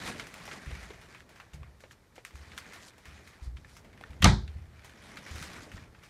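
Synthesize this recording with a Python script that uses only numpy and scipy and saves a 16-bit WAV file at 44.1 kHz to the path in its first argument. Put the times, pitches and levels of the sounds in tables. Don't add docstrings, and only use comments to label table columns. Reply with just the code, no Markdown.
import sys
import numpy as np
from scipy import signal
from scipy.io import wavfile

SR = 44100
rng = np.random.default_rng(int(sys.argv[2]) if len(sys.argv) > 2 else 0)


def unload_wav(signal):
    wavfile.write(
        sys.argv[1],
        SR,
        np.round(np.clip(np.atleast_2d(signal).T, -1, 1) * 32767).astype(np.int16),
    )


def gain_from_db(level_db):
    decades = np.asarray(level_db, float) / 20
    return 10 ** decades


N = 268613

# frequency in Hz, level in dB per Hz.
HUSH_COLOUR = [(20, -20), (35, 1.5), (120, -4), (200, -21), (330, 0), (600, -5), (1300, -9.5),
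               (2500, -29.5), (4000, -16.5), (14000, -26.5), (15500, -31)]
# frequency in Hz, width in Hz, gain in dB.
WALL_COLOUR = [(185, 68, 8.5), (2365, 340, 2.5), (2740, 202, -2.5)]
# time in seconds, rustle in dB, body weight going with it in dB.
EFFORT = [(0, -51.5, 4), (.088, -42, 0), (.15, -47.5, 2), (.3, -57.5, 2.5), (.53, -47.5, -3),
          (.94, -58.5, 0), (1.5, -65.5, 0), (2.1, -74.5, 3.5), (2.7, -53.5, -3), (2.92, -64, 0.5),
          (3.25, -60, 0), (3.52, -71.5, 1.5), (4.1, -63, 7.5), (4.8, -67, -2.5), (5.03, -56.5, 1),
          (5.3, -51.5, -1.5), (5.79, -56, 2), (5.87, -64.5, 1)]
# peak in seconds, brightening in dB, rise in s, fade in s.
BRUSHES = [(.088, 4.5, 0.073, 0.064), (.19, 3.5, .01, .08), (.456, 7, .004, .05), (.535, 3, 0.052, .05),
           (1.21, 3.5, .05, 0.027), (1.4, 1, .02, .04), (1.54, 18, 0.011, 0.041), (1.81, 15.5, .02, 0.14),
           (1.92, 19.5, 0.027, .05), (2.16, 22.5, 0.022, 0.1), (2.25, 16, 0.008, 0.12),
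           (2.36, 9, 0.02, 0.08), (2.6, 7.5, 0.052, 0.018), (2.89, 13, 0.098, .025), (3.29, 2, 0.055, 0.15),
           (3.44, 13.5, 0.034, 0.12), (3.568, 14.5, .015, 0.082), (3.774, 16, 0.22, 0.049),
           (4.04, 0, 0.058, 0.033), (4.852, 5.5, 0.016, 0.033), (5.175, 5.5, 0.025, .04),
           (5.24, 4.5, 0.035, .06), (5.447, 7.5, 0.19, 0.04), (5.635, 5.5, 0.037, 0.033),
           (5.76, 4.5, 0.05, 0.021), (6.05, 7, 0.048, 0.11)]
# frequency in Hz, level in dB per Hz.
CLOTH_COLOUR = [(290, -38.5), (500, -18), (603, -3), (803, -1.5), (1040, -1), (1880, 3), (2390, -2),
                (2930, -5), (6090, -10), (10500, -19), (14600, -32), (15500, -34)]
# start in seconds, peak in dB, pitch in Hz, smear in dB under the snap.
SNAPS = [(.269, -37.5, 1660, -2), (.341, -33, 2350, -19), (.454, -38, 2240, -12), (.829, -41.5, 634, -24),
         (1.014, -45.5, 2000, 2), (1.292, -48, 576, 6), (1.359, -49.5, 1740, -1), (1.535, -43.5, 640, 0),
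         (1.805, -47, 447, -13), (2.25, -30.5, 2180, -9), (2.356, -42, 1740, -8), (2.578, -28, 2290, -16),
         (2.585, -29.5, 2070, -17), (2.734, -39.5, 1650, 0), (2.981, -45.5, 680, -5),
         (3.055, -40.5, 1960, -1), (3.274, -43.5, 1780, -1), (3.429, -68, 700, -9), (3.767, -42, 1390, -4),
         (4.106, -48, 920, -5), (4.846, -41.5, 1010, -1), (5.357, -37.5, 2250, 7), (5.426, -31, 2500, -4.5),
         (6.035, -45, 2330, -1)]
# start in seconds, peak in dB, pitch in Hz, relative smear in dB.
CREASES = [(.05, -53, 1430, -14), (.409, -42, 2200, -9), (.478, -31.5, 820, -15), (.661, -37, 1850, 3),
           (.709, -41.5, 506, -2), (.752, -36.5, 2290, -18), (1.147, -40.5, 1760, 2),
           (1.205, -37.5, 2230, -16), (1.4, -35.5, 1380, -4.5), (1.91, -42, 1940, -3.5),
           (2.162, -45.5, 2210, 3), (2.28, -45, 2420, -7), (2.308, -44, 1540, -11),
           (2.657, -44.5, 1800, -5), (3.846, -44, 630, 0), (3.93, -48, 2250, -4), (3.976, -44.5, 1890, -4),
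           (4.011, -36.5, 790, -10), (4.504, -57, 468, -9), (4.896, -41, 1920, -19),
           (4.938, -61, 1960, -12), (5.171, -32.5, 2370, 1), (5.264, -36, 1980, 3), (5.717, -35.5, 1880, 6)]
# start in seconds, peak in dB, pitch in Hz, relative smear in dB.
TAPS = [(.197, -24.5, 2430, -6), (.514, -31, 2020, 7), (.905, -34, 423, -2.5), (1.632, -40, 1170, -5),
        (1.838, -37, 590, 4), (2.18, -37.5, 510, 2), (2.518, -40, 2260, -1), (3.569, -40, 2440, 0),
        (3.647, -39, 1770, -13), (4.038, -33, 1810, -26), (4.132, -43.5, 2020, -11), (4.478, -39, 2810, -7),
        (4.794, -42.5, 2340, -19.5), (5.778, -39.5, 1870, -16), (5.875, -50.5, 401, -9),
        (5.948, -45, 1592, -6)]
# start in seconds, peak in dB, floor pitch in Hz, T60 in s, relative overtone in dB.
STEPS = [(0.663, -35, 63.2, 0.39, -3.5), (0.713, -40, 58.3, 0.65, -5), (1.532, -43, 71.2, 0.87, -1.5),
         (1.599, -47, 57.7, 0.6, -0.5), (2.337, -42, 70.2, 0.84, -20), (3.072, -46.5, 72, 0.67, -6),
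         (3.414, -38, 61.7, 0.63, -25), (3.461, -34, 59.7, 0.36, -10), (3.544, -42, 69.7, 0.24, -24),
         (4.092, -39, 68, 0.36, -8), (4.425, -37, 74, 0.98, -15), (4.55, -36, 74, 0.31, -12),
         (5.304, -38, 75, 0.46, -26), (5.344, -39.5, 80.6, 0.34, -19), (5.403, -44, 78, 0.32, 3),
         (5.736, -36, 87, 0.19, -2)]
# time in seconds, scrape in dB.
CATCH_SCRAPE = [
    (4.2, -62),
    (4.2205, -48),
    (4.2222, -22),
    (4.227, -18),
    (4.231, -22),
    (4.2365, -24),
    (4.2385, -31),
    (4.242, -31),
]
# frequency in Hz, level in dB, T60 in s.
CATCH_MODES = [(1194, -16.5, .014), (2020, -1.5, .008), (2820, -3.5, 0.009), (3260, -2.5, 0.0097),
               (3750, -4.5, 0.0073)]
# start in seconds, push in dB, contact
# softness as top frequency in Hz.
BLOWS = [
    (4.205, -25, 120),
    (4.230, -15.5, 247),
    (4.242, -7.5, 401),
    (4.253, -12.5, 297),
    (4.262, -6.5, 398),
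    (4.278, -7, 350),
    (4.289, -28, 298),
    (4.2971, -14.5, 249),
    (4.312, -16.5, 304),
    (4.331, -24, 250),
]
# frequency in Hz, level in dB, T60 in s.
PANEL_MODES = [(55.46, -6, 0.4), (74, -1.5, 0.78), (90.9, 4, 0.16), (111, -6, 0.32), (140.3, -1, 0.22),
               (164, -8.5, 0.34), (183.8, 2.5, 0.17), (206.6, -2.5, 0.24), (271.4, -7.5, 0.17),
               (290, -22, 0.13), (342, -16, 0.38), (382.7, -12, .3), (494, -17, 0.073)]
# frequency in Hz, level in dB, T60 in s.
FRAME_MODES = [(700, -12.5, 0.19), (868, -8, 0.28), (1196, 2, 0.13), (1304, -5, 0.17), (1597, -8, 0.49),
               (1750, -17.5, 0.14), (2100, -9.5, 0.095), (2840, 0, 0.095), (4180, -20, 0.121)]
# delay after it in seconds, level in dB, top frequency in Hz.
CONTACTS = [
    (.0003, -1, 11000),
    (.0017, -2, 7000),
    (.0034, -6, 5500),
]
# frequency in Hz, level in dB per Hz.
KNOCK_COLOUR = [(250, -5), (340, -9), (870, -3.5), (1200, -11), (2100, -6.5), (3000, -13), (4000, -13),
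                (5200, -18), (6500, -21), (9700, -29), (15500, -58)]
# frequency in Hz, T60 in s.
KNOCK_T60 = [(250, 0.31), (600, 0.22), (1200, 0.29), (2500, 0.18), (2950, 0.11), (3400, 0.31), (5000, 0.31),
             (8000, 0.24), (14000, 0.082)]


def rms_one(x):
    return x / np.sqrt(np.mean(x ** 2) + 1e-20)


def in_time(rows):
    s, *columns = np.transpose(rows)
    return [np.interp(np.arange(N) / SR, s, column) for column in columns]


def at_hz(points, hz):
    points = np.array(points)
    return np.interp(np.log(hz), np.log(points[:, 0]), points[:, 1])


def add(out, s, piece):
    i = round(s * SR)
    out[i:i + len(piece)] += piece[:N - i]


def dying(t60, count):
    return gain_from_db(-60 * np.arange(count) / SR / max(t60, .003))


def drift(rate_hz):
    r = np.exp(-80 * np.pi * rate_hz / SR)
    white = rng.standard_normal(N // 40 + 2002)
    slow = signal.lfilter([1], [1, -2 * r, r * r], white)[2000:]
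    return np.interp(np.arange(N) / 40, np.arange(len(slow)), rms_one(slow - slow.mean()))


def ring(clicks, hz, t60):
    r, w = gain_from_db(-60 / (t60 * SR)), 2 * np.pi * hz / SR
    return signal.lfilter([0, np.sin(w)], [1, -2 * r * np.cos(w), r * r], clicks + 1e-18)


def cut(x, hz, kind, order=2):
    return signal.sosfilt(signal.butter(order, hz, kind, fs=SR, output="sos"), x)


def bands(white, low_hz, count=3):
    edges = low_hz * 2 ** np.arange(0, np.log2(17000 / low_hz), 1 / count)
    for k, (low, high) in enumerate(zip(edges, edges[1:])):
        yield np.sqrt(low * high), cut(white[k % 2], [low, high], "band")


def bell(x, hz, width_hz, db):
    r, w = np.exp(-np.pi * width_hz / SR), 2 * np.pi * hz / SR
    top = np.array([1, 0, -1]) * (1 - r * r) / 2
    return x + (gain_from_db(db) - 1) * signal.lfilter(top, [1, -2 * r * np.cos(w), r * r], x)


def walls(x):
    for hz, width_hz, db in WALL_COLOUR:
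        x = bell(x, hz, width_hz, db)
    return x


def cabin_air():
    slices = bands(rng.standard_normal((2, N)), 27.76)
    return gain_from_db(-67.5) * rms_one(sum(gain_from_db(at_hz(HUSH_COLOUR, hz)) * x for hz, x in slices))


def movement():
    effort_db, weight_db = in_time(EFFORT)
    t = np.arange(N) / SR
    brush_db = sum(np.interp(t, [s - rise_s, s, s + fade_s], [0, db, 0]) for s, db, rise_s, fade_s in BRUSHES)
    rustle_db = effort_db + 0.22 * brush_db
    bright_db = 0.63 * np.minimum(effort_db + 61, 0) + brush_db
    mean_db = effort_db.mean()
    rub_db = -4 + 0.99 * (effort_db - mean_db) + mean_db + weight_db
    rest_db, move_db, step_db, sway_t60 = -66.5, -7.5, -17, 2.03
    sway_power = gain_from_db(rest_db) ** 2 + gain_from_db(effort_db + move_db + 1.8 * weight_db) ** 2
    for s, peak_db, *_ in STEPS:
        add(sway_power, s, (gain_from_db(peak_db + step_db) * dying(sway_t60, SR)) ** 2)
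    return rustle_db, bright_db, rub_db, 10 * np.log10(sway_power)


def floor_sway(sway_db):
    return gain_from_db(sway_db) * rms_one(cut(rng.standard_normal(N), [45, 130], "band"))


def rubbing(rub_db):
    pressure = gain_from_db(rub_db - 1.0 + 1.9 * drift(23))
    return pressure * rms_one(cut(rng.standard_normal(N), [150, 600], "band"))


def jacket(rustle_db, bright_db, grain_db, patchy_db, per_s):
    sizes = gain_from_db(grain_db * np.minimum(rng.exponential(1, (2, N)), 5)) * rng.standard_normal((2, N))
    grains = sizes * (rng.random((2, N)) < per_s / SR)
    folds = drift(3.3)
    tilt_db = bright_db - np.median(bright_db)
    total = 0
    for hz, x in bands(grains, 449, count=4):
        share = np.clip(np.log2(hz / 2500), 0, 1)
        swell_db = patchy_db * (1.26 * folds + 1.02 * drift(25))
        total = total + gain_from_db(at_hz(CLOTH_COLOUR, hz) + share * tilt_db + swell_db) * x
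    return gain_from_db(rustle_db) * total / np.sqrt(np.mean(cut(total, [800, 3500], "band") ** 2))


def creaks(rustle_db, per_s, cycles):
    slips = gain_from_db(5.4 * np.minimum(rng.exponential(1, N), 4)) * rng.choice([-1, 1], N)
    slips = slips * (rng.random(N) < per_s * gain_from_db(5 * drift(9)) / SR)
    pitches, dealt = np.geomspace(600, 3600, 16), rng.integers(0, 16, N)
    patches = sum(ring(slips * (dealt == k), hz, cycles / hz) for k, hz in enumerate(pitches))
    return gain_from_db(rustle_db) * rms_one(patches)


def ticks():
    # bright edge dB, smear T60 s, cloth band dB, ring dB
    kinds = [(SNAPS, (-5.5, 0.22, -3, -28)), (CREASES, (-16, .17, -5, -25)), (TAPS, (-34, .12, -5.5, -24))]
    rows = sorted((*row, *kind) for table, kind in kinds for row in table)
    out, length = np.zeros(N), round(.25 * SR)
    noise = rng.standard_normal((len(rows), 2, length))
    noise[:, :, 0] = 3.5
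    snap = dying(.012, length)
    for (s, peak_db, hz, smear_db, bright_db, t60, cloth_db, ring_db), (dull, sharp) in zip(rows, noise):
        shape = snap + gain_from_db(min(smear_db, 0)) * dying(np.clip(t60, .01, .4), length)
        body = cut(dull * shape, [hz / 1.92, hz * 1.46], "band")
        body = body + gain_from_db(cloth_db) * cut(dull * shape, [1200, 2600], "band")
        body = body + gain_from_db(ring_db) * ring(dull * snap, hz, 0.032)
        edge = cut(sharp * shape, [3300, 8000], "band", order=1)
        piece = body / np.abs(body).max() + gain_from_db(bright_db + 2.5) * edge / np.abs(edge).max()
        add(out, s, gain_from_db(peak_db - 1.0) * piece)
    return out


def steps():
    out, push = np.zeros(N), np.zeros(SR)
    push[:200] = np.hanning(200) / 100
    heel = cut(push, 120, "low")
    for s, peak_db, hz, t60, over_db in STEPS:
        over_hz = 2.03 * hz
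        low = ring(heel, hz, t60) + 0.48 * ring(heel, hz * 1.2, t60 * 1.3)
        over = ring(push, over_hz, t60 * .6) - .7 * ring(push, over_hz * 1.27, t60 * .45)
        add(out, s, gain_from_db(peak_db) * (low + gain_from_db(over_db) * over))
    return out


def catch():
    scrape_db, = in_time([(0, -200), (4.19, -200), *CATCH_SCRAPE, (4.2425, -200)])
    clicks = rng.standard_normal(N) * (rng.random(N) < 9000 / SR) * gain_from_db(scrape_db)
    out = sum(gain_from_db(db - 13.5) * ring(clicks, hz, t60) for hz, db, t60 in CATCH_MODES)
    out = out + gain_from_db(9.0) * cut(clicks, [600, 4300], "band")
    out = out + gain_from_db(-20.0) * cut(clicks, [4300, 10000], "band")
    out = gain_from_db(-12) * out / np.abs(out).max()
    touch = rng.standard_normal(2000) * dying(0.014, 2000)
    add(out, 4.2215, gain_from_db(-31) * cut(touch, [4500, 15000], "band"))
    return out


def panel():
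    pushes, click = np.zeros(N), np.eye(1, 2000)[0]
    for s, push_db, contact_hz in BLOWS:
        add(pushes, s, gain_from_db(push_db) * cut(click, contact_hz, "low"))
    return sum(gain_from_db(db - 13.5) * ring(pushes, hz, t60) for hz, db, t60 in PANEL_MODES)


def frame(length):
    chatter = rng.standard_normal((len(FRAME_MODES), length)) * dying(0.011, length)
    return sum(gain_from_db(db - 34.5) * ring(hit, hz, min(t60, .3)) for (hz, db, t60), hit in zip(FRAME_MODES, chatter))


def cabin_tail(length):
    slices = bands(rng.standard_normal((2, length)), 245.6, count=6)
    tail = sum(gain_from_db(at_hz(KNOCK_COLOUR, hz)) * x * dying(at_hz(KNOCK_T60, hz), length) for hz, x in slices)
    build_s = 0.0042
    return walls(tail * (1 - 0.37 * np.exp(-np.arange(length) / (build_s * SR))))


def crack(length):
    clicks = np.zeros(length)
    for s, db, top_hz in CONTACTS:
        snap = rng.standard_normal(200) * dying(.007, 200)
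        add(clicks, s, gain_from_db(db) * cut(snap / np.sqrt(np.sum(snap ** 2)), top_hz, "low"))
    high_ring = ring(clicks, 6200, .008) + .5 * ring(clicks, 7600, .004)
    out = cut(clicks, [1800, 10000], "band", order=3) + gain_from_db(-13) * high_ring
    return out / np.abs(out).max()


def door():
    out, knock_s, length = panel(), 4.2427, round(.7 * SR)
    add(out, knock_s, frame(length) + gain_from_db(-1.0) * cabin_tail(length))
    add(out, knock_s, gain_from_db(-5.5) * crack(length))
    return out


def scene():
    rustle_db, bright_db, rub_db, sway_db = movement()
    rub = rubbing(rub_db)
    sway = floor_sway(sway_db)
    cloth = jacket(rustle_db, bright_db, grain_db=3.5, patchy_db=1.9, per_s=10000)
    cloth = cloth + creaks(rustle_db - 13.5, per_s=250, cycles=35)
    return (cabin_air() + walls(cloth + rub) + sway + ticks() + steps() + catch() + door())[None]


def low_pass(x):
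    return signal.sosfilt(signal.butter(12, 15400, fs=SR, output="sos"), x)


def record(dry):
    wet = cut(dry, 26, "high", order=3)
    wet = 1.5 * np.tanh(wet / 1.5)
    wet = signal.sosfilt(signal.cheby2(12, 60, 17000, fs=SR, output="sos"), wet)
    return low_pass(wet)


dry = scene()
out = record(dry)
unload_wav(out)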